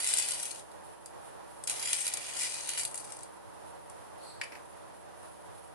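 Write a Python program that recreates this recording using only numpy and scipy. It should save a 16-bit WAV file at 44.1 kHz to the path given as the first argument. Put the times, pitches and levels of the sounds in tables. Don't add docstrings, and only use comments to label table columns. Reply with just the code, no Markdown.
import sys
import numpy as np
from scipy import signal
from scipy.fft import rfft, irfft, next_fast_len
from scipy.io import wavfile

SR = 44100
rng = np.random.default_rng(int(sys.argv[2]) if len(sys.argv) > 2 else 0)


def output_pcm(signal):
    pcm = np.clip(np.atleast_2d(signal).T, -1, 1) * 32767
    wavfile.write(sys.argv[1], SR, np.round(pcm).astype(np.int16))


N = 253134
TIME = np.arange(N) / SR
LEFT_RIGHT = np.array([[1], [-1]])


# (time [s], level [dB], brightness [dB])
PUSHES = [
    [(0, -36, -1.5), (.1, -35.5, -3), (.2, -35, -2.5), (.26, -38.5, -1), (.31, -38, -2), (.37, -43, -1.5),
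     (.45, -41, -0.5), (.53, -53, -3), (.6, -52.5, 1), (.63, -68, 3)],
    [(1.672, -40, 3), (1.692, -42, -2), (1.703, -37.5, -1.5), (1.745, -42, -4), (1.8, -40.5, -4),
     (1.92, -36, -2.5), (1.98, -38, -2), (2.05, -39, 0), (2.11, -45.5, -4.5), (2.2, -44.5, -3.5),
     (2.33, -42, -4.5), (2.40, -35, 0), (2.445, -33.5, -3), (2.48, -39.5, -3.5), (2.55, -42, -2.5),
     (2.66, -47, -5.5), (2.75, -43, -6.5), (2.79, -35, -0.5), (2.83, -44.5, -3), (2.89, -57.5, 2),
     (3.12, -54.5, 1), (3.28, -71, -6)],
]

def push_contour():
    level_db, bright_db = np.full(N, -120.), np.zeros(N)
    for push in PUSHES:
        times_s, levels_db, tilts_db = np.transpose(push)
        level_db = np.maximum(level_db, np.interp(TIME, times_s, levels_db, left=-120, right=-120))
        bright_db += np.interp(TIME, times_s, tilts_db, left=0, right=0)
    return level_db, bright_db


def grinding(slips_per_s, spread_db, slip_s, judder_db, diffuse_db):
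    sizes = from_db(spread_db * np.minimum(rng.exponential(1, N), 4))
    slips = sizes * (rng.random(N) < slips_per_s / SR)
    energy = signal.lfilter([1], [1, -np.exp(-1 / (slip_s * SR))], slips ** 2 + 1e-12)
    grip = np.sqrt(energy) * from_db(judder_db * drift(70))
    direct = bounce_paths(grip * rng.standard_normal(N))
    diffuse = from_db(diffuse_db) * grip * rng.standard_normal((2, N))
    level_db, bright_db = push_contour()
    pan_db = 0.5 + drift(9.3)
    return from_db(level_db + LEFT_RIGHT * pan_db / 2) * brighten(unit_rms(direct + diffuse), bright_db)


def small_grains(count=200, per_s=60, top_db=-17, follow=0.96, spread_db=3):
    times_s = (np.arange(count) + rng.random(count)) / per_s
    strength, place, tone = np.clip(rng.standard_normal((count, 3)), -2, 2).T
    treble_db = sum(push_contour())
    below_top_db = np.interp(times_s, TIME, treble_db) - treble_db.max()
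    level_db = top_db + follow * below_top_db + spread_db * strength
    pan_db, bright_db = 1.5 + place, 5 + tone
    return np.transpose([times_s, level_db, pan_db, bright_db])


# (time [s], level [dB], left minus right [dB], brightness [dB])
LARGE_GRAINS = [(0.002, -9, 0, 1), (0.0435, -9, 2, 5), (0.0648, -10, 1, -4), (0.0725, -6.5, 2, 3),
                (0.0868, -9, 1, 0.5), (0.102, -12, -6, 0), (0.1368, -3, 1, 1), (0.171, -14.5, 4, 10),
                (0.1836, -6.5, 0, 4.5), (0.187, -8, 2, 4.5), (0.2232, -9, 2, 4), (0.2864, -9.5, -1, 5),
                (0.3075, -12, 3, 4), (0.3202, -13, 0, -5), (0.335, -15.5, -2, -5), (0.398, -10.5, 2, 1),
                (0.427, -18, 0, 3), (0.4312, -12, 0, 0), (0.4542, -14.5, -4, 1), (0.467, -23, 2, 3),
                (0.5077, -16.5, 4, 3), (0.5123, -15, 4, 1.5), (0.5472, -23, -2, 3), (0.558, -24, 4, 4),
                (0.6034, -38, 0, 1), (0.7148, -35.5, -3, 8), (1.059, -25, 0, 7.5), (1.6378, -26, 1, 11),
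                (1.674, -7, -0.5, 0), (1.6967, -4.5, -3, 0.5), (1.7097, -20, -6, 0), (1.7599, -17, 2, -4),
                (1.7953, -16, 2, -3), (1.826, -15, -4, 0), (1.8737, -11.5, 1, -4), (1.9305, -1, 2, -2),
                (2.0148, -17, 2, 7), (2.0236, -18, 0, 3), (2.0663, -5.5, -5, -1), (2.078, -9, 1, 4.5),
                (2.1372, -9, 1, 5), (2.1708, -15.5, 7, 5), (2.2477, -25, 3, -1), (2.6728, -21, 8, 2),
                (2.6906, -6.5, 4.5, 0), (2.7005, -12.5, 0, -2), (2.734, -16, 8, 1), (2.775, -10.5, 10, 0),
                (2.786, -15, 6, 1), (2.795, -9, 3, 2), (2.8, -15, 5, 2), (2.8103, -17, 2, 8),
                (2.833, -17, 1, 8), (2.8504, -10, 3.5, 4.5), (2.875, -24, -1, 4), (2.9113, -29, 5, 4),
                (2.9431, -20, 7, 6.5), (2.955, -22, -3, 8), (2.9758, -19, 5, 5), (3.0, -26, 1, 5),
                (3.0425, -29, 5, 7), (3.0467, -28, 1, 5), (3.121, -20, 8, 0), (3.1675, -31, 3, 4),
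                (3.189, -31, 4, 6), (3.207, -32, 5, 6), (3.2252, -32, 4, 1), (3.2316, -28.5, 1, 7.5),
                (3.8975, -33, -2, 7)]
# (time [s], gain [dB])
GRAIN_RING_GAIN = [(2.6, -17), (2.9, -2)]

def cracks(snap_t60_s, crumble_t60_s, crumble_db, rise_s=0.00023, size=2048):
    grains = [*LARGE_GRAINS, *small_grains()]
    age_s, out = TIME[:size], np.zeros((2, N + size))
    envelope = decay(age_s, snap_t60_s) + from_db(crumble_db) * decay(age_s, crumble_t60_s)
    envelope *= 1 - np.exp(-age_s / rise_s)
    for time_s, level_db, pan_db, bright_db in grains:
        snap = envelope * rng.standard_normal(size)
        ring_db = np.interp(time_s, *np.transpose(GRAIN_RING_GAIN))
        snap += from_db(ring_db) * resonate(snap, hz=8760, width_hz=930)
        stereo = bounce_paths(brighten(snap, bright_db))
        start = np.clip(round(time_s * SR), 0, N)
        out[:, start:start + size] += from_db(level_db + LEFT_RIGHT * pan_db / 2) * stereo
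    return out[:, :N]


# (time [s], half length [s], frequency [Hz], gain [dB])
GROANS = [(1.86, .07, 2350, -6), (2.29, .04, 2500, -6), (2.445, .022, 1950, -3)]

def groans(force, width_hz=280):
    return sum(from_db(db) * swell(time_s, half_s) * resonate(force, hz, width_hz)
               for time_s, half_s, hz, db in GROANS)


# (frequency [Hz], width [Hz], gain [dB])
PLATE_MODES = [(1420, 110, -8), (2040, 90, -5), (2330, 200, -2.5), (2850, 170, -7), (3870, 130, -7),
               (4300, 220, -8), (4850, 200, -5), (6500, 260, -10), (7240, 200, -2), (8080, 150, -9),
               (10300, 200, -8)]
# (frequency [Hz], left [dB], right [dB])
GRIND_SPECTRUM = [(250, -28.5, -24.5), (750, -21, -11), (1180, -15.5, -17.5), (1850, -5.5, -4.5),
                  (2550, -6, -6), (3120, -2, -4), (4560, -2.5, -3.5), (6150, 0.5, -2), (7560, 0.5, -5.5),
                  (8200, 5.5, 0.5), (9230, 5.5, 2), (10450, -6, 6), (11400, -15, -3), (12900, -31, -25)]

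def plate(force, ring_db, shift_db, notch_hz, notch_depth):
    modes = sum(from_db(db + shift_db * drift(8.1)) * resonate(force, hz, width_hz)
                for hz, width_hz, db in PLATE_MODES)
    sound = force + from_db(ring_db) * modes
    sound -= notch_depth * resonate(sound, notch_hz, width_hz=220)
    hz, left_db, right_db = np.transpose(GRIND_SPECTRUM)
    return np.array([colour(sound[0], hz, left_db), colour(sound[1], hz, right_db)])


def turning(sound, swing_db=3.5, changes_per_s=9, width_ratio=0.04):
    for hz in np.geomspace(1800, 11000, 22):
        gain_db = swing_db * np.clip([drift(changes_per_s), drift(changes_per_s)], -1.7, 1.7)
        sound = sound + (from_db(gain_db) - 1) * resonate(sound, hz, hz * width_ratio)
    return sound


# (first delay [s], second delay [s])
BOUNCE_DELAYS = [(.00023, .00061), (.00034, .00089)]

def bounce_paths(x, feedback=0.74):
    sides = []
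    for delays_s in BOUNCE_DELAYS:
        path = x
        for delay_s in delays_s:
            loop = np.zeros(round(delay_s * SR) + 1)
            loop[0], loop[-1] = 1, -feedback
            path = signal.lfilter(loop[::-1], loop, path + 1e-18)
        sides.append(path)
    return np.array(sides)


def floor_echo(sound, delay_s=0.00207, wander_s=0.00005, changes_per_s=6, gain=0.3):
    echo = [np.interp(TIME - delay_s - wander_s * drift(changes_per_s), TIME, side) for side in sound]
    return sound + gain * np.array(echo)


# (time [s], level [dB], brightness [dB])
RIM_KNOCKS = [(4.4127, -33, 1), (4.4141, -27.5, 0), (4.4189, -32, 0), (4.4343, -37, 2), (4.4376, -36, 1),
              (4.4412, -36, 3)]
# (frequency [Hz], gain [dB], T60 [s])
RIM_MODES = [(1410, -15, 0.025), (1830, -9, 0.022), (1950, -3, 0.016), (2320, 1, 0.017), (2690, -14, 0.02),
             (2950, -7, 0.024), (3950, -10, 0.01), (4650, -7, 0.007), (5350, -10, 0.007)]
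# (frequency [Hz], gain [dB])
CLATTER_SPECTRUM = [(400, -27), (1300, -2), (2000, 10), (3000, -1.5), (3600, -12), (4700, 1), (5400, -4),
                    (5900, -12), (7500, -10), (8200, -6), (10500, -9), (12000, -26)]

def rim_clack(rattle_t60_s, rattle_db, clatter_db):
    clicks, rattle = np.zeros(N), np.zeros((2, N))
    noise = rng.standard_normal((2, N))
    for time_s, level_db, bright_db in RIM_KNOCKS:
        impulse = signal.unit_impulse(N, round(time_s * SR)) + 1e-18
        envelope = burst(time_s, rattle_t60_s, rise_s=0.00033)
        clicks += from_db(level_db) * brighten(impulse, bright_db, split_hz=3300)
        rattle += from_db(level_db) * envelope * brighten(noise, bright_db)
    force = clicks + from_db(rattle_db) * rattle
    modes = sum((-1) ** k * from_db(db) * ring(force, hz, t60_s)
                for k, (hz, db, t60_s) in enumerate(RIM_MODES))
    return modes + from_db(clatter_db) * colour(rattle, *np.transpose(CLATTER_SPECTRUM))


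# (time [s], T60 [s], level [dB])
BRUSHES = [(4.518, 0.16, -38), (4.55, 0.14, -42.5)]
# (frequency [Hz], gain [dB])
BRUSH_SPECTRUM = [(1000, -9), (2300, 5), (3600, -14), (5300, -5), (6500, -14), (12000, -14)]

def snack_brush(grain_db, rise_s):
    envelope = sum(from_db(db) * burst(time_s, t60_s, rise_s) for time_s, t60_s, db in BRUSHES)
    friction = envelope * from_db(grain_db * drift(400)) * rng.standard_normal((2, N))
    return colour(friction, *np.transpose(BRUSH_SPECTRUM))


# (time [s], level [dB])
SQUEAK_CONTOUR = [(4.18, -73), (4.23, -62), (4.3, -55.5), (4.36, -62), (4.42, -67)]
# (frequency [Hz], width [Hz], gain [dB], contour scale [ratio])
SQUEAK_BANDS = [(4330, 620, 0.5, 1.1), (8150, 520, -1, 1.6)]

def squeak():
    times_s, levels_db = np.transpose(SQUEAK_CONTOUR)
    top_db = levels_db.max()
    below_top_db = np.interp(TIME, times_s, levels_db, left=-120, right=-120) - top_db
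    noise, out = rng.standard_normal((2, N)), np.zeros((2, N))
    for hz, width_hz, gain_db, follow in SQUEAK_BANDS:
        band = resonate(resonate(noise, hz, width_hz), hz, width_hz)
        out += from_db(top_db + gain_db + follow * below_top_db) * unit_rms(band)
    return out


# (frequency [Hz], left [dB], right [dB])
RUSTLE_SPECTRUM = [(1000, -34, -21), (2500, -0.5, -3), (6500, -3.5, -17), (9400, 5, 7), (10720, -11, 10.5),
                   (11670, -12, -4)]
# (time [s], half length [s], rise [dB])
RUSTLE_SWELLS = [(0.892, 0.058, 3.5), (1.277, 0.059, 4), (1.54, 0.052, 4.5), (3.68, 0.024, 5),
                 (4.26, .07, 2), (5.303, 0.079, 5.5), (5.6, 0.062, 2)]

def handling_rustle(level_db, wander_db, flutter_db):
    hz, *sides_db = np.transpose(RUSTLE_SPECTRUM)
    hiss = np.array([colour(rng.standard_normal(N), hz, side_db) for side_db in sides_db])
    swell_db = sum(db * swell(time_s, half_s) for time_s, half_s, db in RUSTLE_SWELLS)
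    return unit_rms(hiss) * from_db(level_db + swell_db + wander_db * drift(12) + flutter_db * drift(65))


# (frequency [Hz], mid [dB], side [dB])
AIR_SPECTRUM = [(40, -33.5, -31), (92, -23, 2), (224, -18.5, -13), (485, -11.5, -0.5), (740, -6.5, -6),
                (907, -6, -3), (1198, -11, -12), (1986, -18.5, -21), (2110, -23.5, -21.5), (4030, -28, -28),
                (7200, -30.5, -30), (10000, -34.5, -40), (11300, -35.5, -34)]
# (frequency [Hz], mid [dB], side [dB])
MOTOR_LINES = [(63.7, -78.5, -72), (194.3, -77, -69.5), (316.8, -75.5, -66), (448.6, -75, -89),
               (576.8, -67.5, -66.5), (953, -67, -77)]

def fan(air_db, flutter_db, waver_hz):
    hz, mid_db, side_db = np.transpose(AIR_SPECTRUM)
    air_gain = from_db(air_db + flutter_db * drift(12))
    mid = air_gain * colour(rng.standard_normal(N), hz, mid_db)
    side = air_gain * colour(rng.standard_normal(N), hz, side_db)
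    lowest_hz = MOTOR_LINES[0][0]
    for line_hz, line_mid_db, line_side_db in MOTOR_LINES:
        pitch_hz = line_hz + waver_hz * line_hz / lowest_hz * drift(25)
        phase = 2 * np.pi * np.cumsum(pitch_hz) / SR
        mid += np.sqrt(2) * from_db(line_mid_db) * np.sin(phase)
        side += np.sqrt(2) * from_db(line_side_db) * np.cos(phase)
    return mid + LEFT_RIGHT * side


def room(x, t60_s=0.29, gap_s=0.003):
    age_s = TIME[:SR // 2]
    tail = rng.standard_normal((2, len(age_s))) * decay(age_s, t60_s) * (age_s > gap_s)
    return signal.fftconvolve(x, tail / np.sqrt(np.sum(tail ** 2) / 2), axes=1)[:, :N]


def from_db(db):
    return 10 ** (np.asarray(db) / 20)


def unit_rms(x):
    return x / np.sqrt(np.mean(x ** 2) + 1e-20)


def drift(changes_per_s):
    knots = rng.standard_normal(4096)
    return unit_rms(np.interp(TIME * changes_per_s, np.arange(len(knots)), knots))


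def decay(age_s, t60_s):
    return np.exp(-np.minimum(np.log(1000) * age_s / t60_s, 20))


def swell(centre_s, half_s):
    return np.exp(-((TIME - centre_s) / half_s) ** 2)


def burst(start_s, t60_s, rise_s):
    age_s = np.maximum(TIME - start_s, 0)
    return (1 - np.exp(-np.minimum(age_s / rise_s, 20))) * decay(age_s, t60_s)


def colour(x, hz, db):
    size = next_fast_len(N + 8192)
    size += size % 2
    grid_hz = np.maximum(np.arange(size // 2 + 1) * SR / size, 1)
    gain = from_db(np.interp(np.log(grid_hz), np.log(hz), db))
    cepstrum = irfft(np.log(gain))
    cepstrum[1:size // 2] *= 2
    cepstrum[size // 2 + 1:] = 0
    return irfft(rfft(x, size) * np.exp(rfft(cepstrum)))[..., :N]


def resonate(x, hz, width_hz):
    radius = np.exp(-np.pi * width_hz / SR)
    feedback = [1, -2 * radius * np.cos(2 * np.pi * hz / SR), radius ** 2]
    return signal.lfilter(np.array([1, 0, -1]) * (1 - radius ** 2) / 2, feedback, x + 1e-18)


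def ring(x, hz, t60_s):
    radius, angle = from_db(-60 / (t60_s * SR)), 2 * np.pi * hz / SR
    return signal.lfilter([0, np.sin(angle)], [1, -2 * radius * np.cos(angle), radius ** 2], x + 1e-18)


def brighten(x, db, split_hz=5500):
    treble = signal.sosfilt(signal.butter(1, split_hz, "high", fs=SR, output="sos"), x)
    return treble * from_db(db) + (x - treble) / from_db(db)


def scene():
    grind = grinding(slips_per_s=2200, spread_db=2.5, slip_s=0.0015, judder_db=1.35, diffuse_db=4)
    grind *= from_db(3)
    crack = from_db(-7) * cracks(snap_t60_s=0.0038, crumble_t60_s=0.094, crumble_db=-19.5)
    force = grind + crack + groans(grind)
    radiated = plate(force, ring_db=-2.5, shift_db=4, notch_hz=3650, notch_depth=0.7)
    scrape = floor_echo(turning(radiated))
    snap = from_db(-24) * signal.sosfilt(signal.butter(4, 12000, "high", fs=SR, output="sos"), crack)
    clack = from_db(-7) * rim_clack(rattle_t60_s=0.012, rattle_db=-13, clatter_db=14)
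    reverb = from_db(-9.5) * room(scrape) + from_db(-6) * room(clack)
    air = from_db(-1.1 * LEFT_RIGHT) * fan(air_db=-34, flutter_db=1.14, waver_hz=0.9)
    reach = snack_brush(grain_db=2, rise_s=0.0021) + from_db(2) * squeak()
    rustle = handling_rustle(level_db=-61.5, wander_db=0.8, flutter_db=1.5)
    return scrape + snap + clack + reach + rustle + reverb + air


def record(dry, shelf_hz=12300, shelf_db=-19.5, cutoff_hz=15800):
    lows = signal.sosfilt(signal.butter(12, shelf_hz, fs=SR, output="sos"), dry)
    shelved = lows + from_db(shelf_db) * dry
    return signal.sosfilt(signal.cheby2(12, 50, cutoff_hz, fs=SR, output="sos"), shelved)


dry = scene()
out = record(dry)
output_pcm(out)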